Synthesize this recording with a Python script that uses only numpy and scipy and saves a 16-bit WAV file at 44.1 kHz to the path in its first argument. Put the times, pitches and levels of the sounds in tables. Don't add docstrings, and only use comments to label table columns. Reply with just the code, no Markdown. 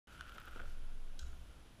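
import sys
import numpy as np
from scipy import signal
from scipy.io import wavfile

SR = 44100
rng = np.random.default_rng(int(sys.argv[2]) if len(sys.argv) > 2 else 0)


def dump(signal):
    limited = np.clip(np.atleast_2d(signal).T, -1, 1)
    pcm = np.round(limited * 32767).astype(np.int16)
    wavfile.write(sys.argv[1], SR, pcm)


N = 79380
T = np.arange(N) / SR
HZ = np.fft.rfftfreq(4096, 1 / SR)

# frequency in Hz, level in dB.
HUSH_EQ = [(30, -2), (120, -1), (200, -4), (400, -9), (900, -13.5), (1450, -17), (2100, -19), (3100, -16.5),
           (4200, -22.5), (6500, -26), (8800, -30.5), (9700, -28), (10060, -19.5), (10450, -29),
           (11500, -31.5), (14500, -37.5)]
# time in seconds, level in dB.
GRIT_FADER = [(.07, -65), (.19, -60), (.24, -60), (.29, -56), (.32, -64), (.36, -59), (.44, -62.5),
              (.49, -59), (.55, -62.5), (.60, -58.5), (.67, -67), (.8, -70), (1.0, -78), (1.17, -72.5),
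              (1.23, -71), (1.38, -74.5), (1.55, -74.5), (1.8, -83)]
# frequency in Hz, level in dB.
GRIT_EQ = [(100, -10.5), (300, -5), (900, -11), (1400, -1), (2000, -4.5), (3100, 2), (4100, -10),
           (6500, -17), (10000, -25), (15000, -32)]
# centre in seconds, width in seconds, level in dB.
LEAF_SWELLS = [(.145, 0.029, -69), (.29, 0.016, -74), (.35, 0.0088, -65.5), (.412, 0.0037, -71),
               (.465, 0.017, -76), (.555, 0.028, -70), (.70, 0.039, -69.5)]
# frequency in Hz, level in dB.
LEAF_EQ = [(500, -23), (2500, 5.5), (5000, 1), (7500, -1.5), (9000, -6.5), (11000, -4), (15000, -9)]
# centre in seconds, width in seconds, level in dB.
SCUFF_SWELLS = [(.365, 0.012, -62.5), (.48, 0.0083, -62), (.572, 0.008, -62), (.603, 0.0065, -59.5),
                (.635, 0.018, -62.5)]
# frequency in Hz, level in dB.
SCUFF_EQ = [(80, -11.5), (260, 1.5), (380, -3), (510, 1.5), (900, -4.5), (2000, -12), (5000, -32),
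            (15000, -55)]
# time in seconds, level in dB.
RUMBLE_FADER = [(.07, -65), (.22, -58.5), (.33, -58.5), (.42, -63.5), (.6, -54), (.9, -60), (1.17, -69),
                (1.25, -52.5), (1.4, -52), (1.6, -64.5), (1.8, -63.5)]
# frequency in Hz, level in dB.
RUMBLE_EQ = [(15, -5), (30, -2), (48, 2), (70, 0), (90, -16.5), (120, -11), (200, -25), (600, -52.5)]
# time in seconds, level in dB.
SWAY_FADER = [(.07, -70), (.44, -60.5), (.56, -46), (.66, -40.5), (.85, -39), (1.1, -40.5), (1.3, -46),
              (1.5, -56), (1.8, -65)]
# start in seconds, gain in dB, decay in seconds.
THUD_HITS = [(.47, -47, 0.053), (.575, -51, 0.18), (1.209, -39, 0.077), (1.315, -43.5, 0.12),
             (1.521, -53.5, .13)]
# start in seconds, peak in dB, brightness in dB per octave.
POP_HITS = [(0.1792, -60, 3), (0.1954, -50, 3), (0.204, -50, 3), (0.2093, -35.5, 3), (0.2663, -53.5, -3.5),
            (0.2899, -49.5, 0), (0.2945, -44.5, 3.5), (0.3206, -44.5, -0.5), (0.341, -59, 1),
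            (0.3822, -39.5, -2), (0.386, -45, -2.5), (0.4004, -49, -2.5), (.4068, -54, -1),
            (0.4157, -47, -1), (0.4773, -45, -3.5), (0.4817, -44.5, -0.5), (0.5219, -52, -2),
            (0.5603, -42.5, -6), (0.5727, -44.5, -7), (0.5943, -42, -2), (0.5991, -41.5, -3.5),
            (.6030, -43, -3), (0.6166, -43.5, -5), (0.6561, -49, 0.5), (1.23, -51, 0), (1.241, -56, 4),
            (1.331, -53.5, 1.5)]
# start in seconds, level in dB.
PAWL_HITS = [(.2682, -71), (.2940, -73), (.3246, -67), (.3474, -69), (.3748, -67), (.401, -62),
             (.4288, -69), (.4543, -62), (.4815, -67), (.5102, -66)]
# frequency in Hz, level in dB.
PAWL_EQ = [(2000, -22), (6000, -16), (10000, -13), (12000, -8), (13000, -11), (14000, 0), (14600, -4),
           (15500, -16)]
# start in seconds, gain in dB.
KNOCK_HITS = [(.5605, -48.5), (.5665, -54.5), (0.5943, -53.5), (0.6016, -54.5)]
# frequency in Hz, relative level in dB, 60 dB decay in seconds.
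TYRE_MODES = [(271, -4.5, 0.072), (385, -9, 0.037), (490, 0, 0.039), (720, -4.5, 0.028), (880, -3, 0.012)]
# start in seconds, level in dB before the trim.
CRACK_HITS = [(1.19, -57), (1.1922, -46.5), (1.1933, -47.5)]
# frequency in Hz, level in dB.
CRACK_EQ = [(1000, -36), (2500, -10), (3200, 0), (6000, -0.5), (8000, -3.5), (9500, -19), (13000, -14),
            (15500, -24)]
# frequency in Hz, relative level in dB, 60 dB decay and attack in seconds.
METAL_MODES = [(1537, 7, .05, .011), (2925, -6.5, .025, .001), (3317, -4, .04, .001),
               (3641, -14, .04, .001), (3961, -.5, .03, .001), (4248, -8, .035, .001),
               (4512, -10.5, .035, .001), (5284, -9, .028, .001), (5430, -7, .032, .001),
               (6035, -3, .025, .001), (6722, -17, .25, .007), (6778, -21, .3, .007),
               (6812, -26, .55, .007), (7120, -11, .04, .001), (8230, -3, .027, .004),
               (13150, -20, .025, .001)]

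HOUSING_HZ, HOUSING_WIDTH_HZ, HOUSING_DB = 1417, 254, 16.5


def amp(db):
    return 10 ** (np.asarray(db) / 20)


def unit(x):
    return x / np.sqrt(np.mean(x ** 2) + 1e-20)


def eq_curve(points):
    hz, db = np.transpose(points)
    return np.interp(np.log(HZ + 1), np.log(hz), db)


def fader(points):
    return amp(np.interp(T, *np.transpose(points)))


def swells(rows):
    return sum(amp(db) * np.exp(-.5 * ((T - centre) / width) ** 2) for centre, width, db in rows)


def add(mix, start, sound):
    part = mix[max(round(start * SR), 0):][:len(sound)]
    part += sound[:len(part)]


def impulse(db):
    log_gain = np.log(amp(np.r_[db, db[-2:0:-1]]))
    return np.fft.ifft(np.exp(signal.hilbert(log_gain).conj())).real


def noise(points):
    taps = impulse(eq_curve(points))
    white = rng.standard_normal(N + len(taps) - 1)
    return unit(signal.fftconvolve(white, taps, "valid"))


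def grains(colour, per_s, spread_db):
    size = amp(spread_db * np.minimum(rng.exponential(1, N), 3))
    clicks = size * rng.choice([-1, 1], N) * (rng.random(N) < per_s / SR)
    return unit(signal.fftconvolve(clicks, impulse(colour))[:N])


def hush(whine_hz=10393):
    whine = np.sqrt(2) * np.sin(2 * np.pi * whine_hz * T)
    return amp(-63) * noise(HUSH_EQ) + amp(-93.5) * whine


def grit_colour():
    return eq_curve(GRIT_EQ) + HOUSING_DB / (1 + ((HZ - HOUSING_HZ) / HOUSING_WIDTH_HZ) ** 2)


def crunch():
    grit = fader(GRIT_FADER) * grains(grit_colour(), per_s=1500, spread_db=4)
    leaves = swells(LEAF_SWELLS) * grains(eq_curve(LEAF_EQ), per_s=2300, spread_db=3)
    scuffs = swells(SCUFF_SWELLS) * noise(SCUFF_EQ)
    return grit + leaves + scuffs


def ground(sway_hz=17.1, thud_hz=61.18, attack_s=.0146):
    rumble = fader(RUMBLE_FADER) * noise(RUMBLE_EQ)
    sway = fader(SWAY_FADER) * np.sqrt(2) * np.sin(2 * np.pi * sway_hz * T)
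    out = rumble + sway
    for start, db, decay in THUD_HITS:
        envelope = (1 - np.exp(-T / attack_s)) * np.exp(-T / decay)
        add(out, start, amp(db) * envelope * np.sin(2 * np.pi * thud_hz * T))
    return out


def tree_echoes(send, per_s=2000, t60=.436, predelay_s=.006):
    reflections = rng.standard_normal(N) * (rng.random(N) < per_s / SR)
    tail = reflections * amp(-60 * T / t60) * (T > predelay_s)
    return signal.fftconvolve(send, tail / np.linalg.norm(tail))[:N]


def pops(crumble_s=.0015):
    out, t = np.zeros(N), T[:len(HZ)]
    octaves = np.log2(np.maximum(HZ / HOUSING_HZ, .3))
    ring_age = np.pi * HOUSING_WIDTH_HZ * t
    ring_envelope = amp(1.5) * ring_age * np.exp(-ring_age)
    for start, db, brightness in POP_HITS:
        crumble = .3 * rng.standard_normal(len(t)) * np.exp(-t / crumble_s)
        crumble[0] = 1
        snap = signal.fftconvolve(crumble, impulse(grit_colour() + brightness * octaves))[:len(t)]
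        ring_hz = HOUSING_HZ * (1 + .022 * rng.standard_normal())
        pop = snap / abs(snap).max() + ring_envelope * np.cos(2 * np.pi * ring_hz * t)
        add(out, start, amp(db) * pop / abs(pop).max())
    return out


def freewheel(attack_s=.0013):
    envelope = np.zeros(N)
    for start, db in PAWL_HITS:
        add(envelope, start, amp(db) * T / attack_s * np.exp(1 - T / attack_s))
    return envelope * noise(PAWL_EQ)


def knocks(attack_s=.0012, detune=.04):
    out, t = np.zeros(N), T[:N // 8]
    for start, db in KNOCK_HITS:
        pitch = 1 + detune * rng.uniform(-1, 1)
        ring = sum(amp(mode_db - 60 * t / t60) * np.sin(2 * np.pi * (hz * pitch * t + rng.random()))
                   for hz, mode_db, t60 in TYRE_MODES)
        add(out, start, amp(db) * (1 - np.exp(-t / attack_s)) * ring)
    return out


def clack(trim_db=-2.5, crack_decay_s=.0022, ring_start_s=1.1912, ring_db=-48.5):
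    out, t = np.zeros(N), T[:N // 2]
    for start, db in CRACK_HITS:
        add(out, start, amp(db + trim_db) * noise(CRACK_EQ) * np.exp(-T / crack_decay_s))
    for hz, db, t60, attack in METAL_MODES:
        envelope = amp(ring_db + db - 60 * t / t60) * (1 - np.exp(-(t / attack) ** 2))
        add(out, ring_start_s, envelope * np.sin(2 * np.pi * hz * t))
    return out


def scene():
    tyres = crunch() + pops() + knocks()
    metal = clack()
    echoes = tree_echoes(amp(-15) * tyres + amp(-5.5) * metal)
    return (tyres + metal + echoes + freewheel() + ground() + hush())[None]


def record(dry, start_s=.072, cutoff_hz=15000):
    lowpass = signal.firwin(511, cutoff_hz, window=("kaiser", 9), fs=SR)
    return signal.oaconvolve(dry * (T > start_s), lowpass[None], "same")


dry = scene()
out = record(dry)
dump(out)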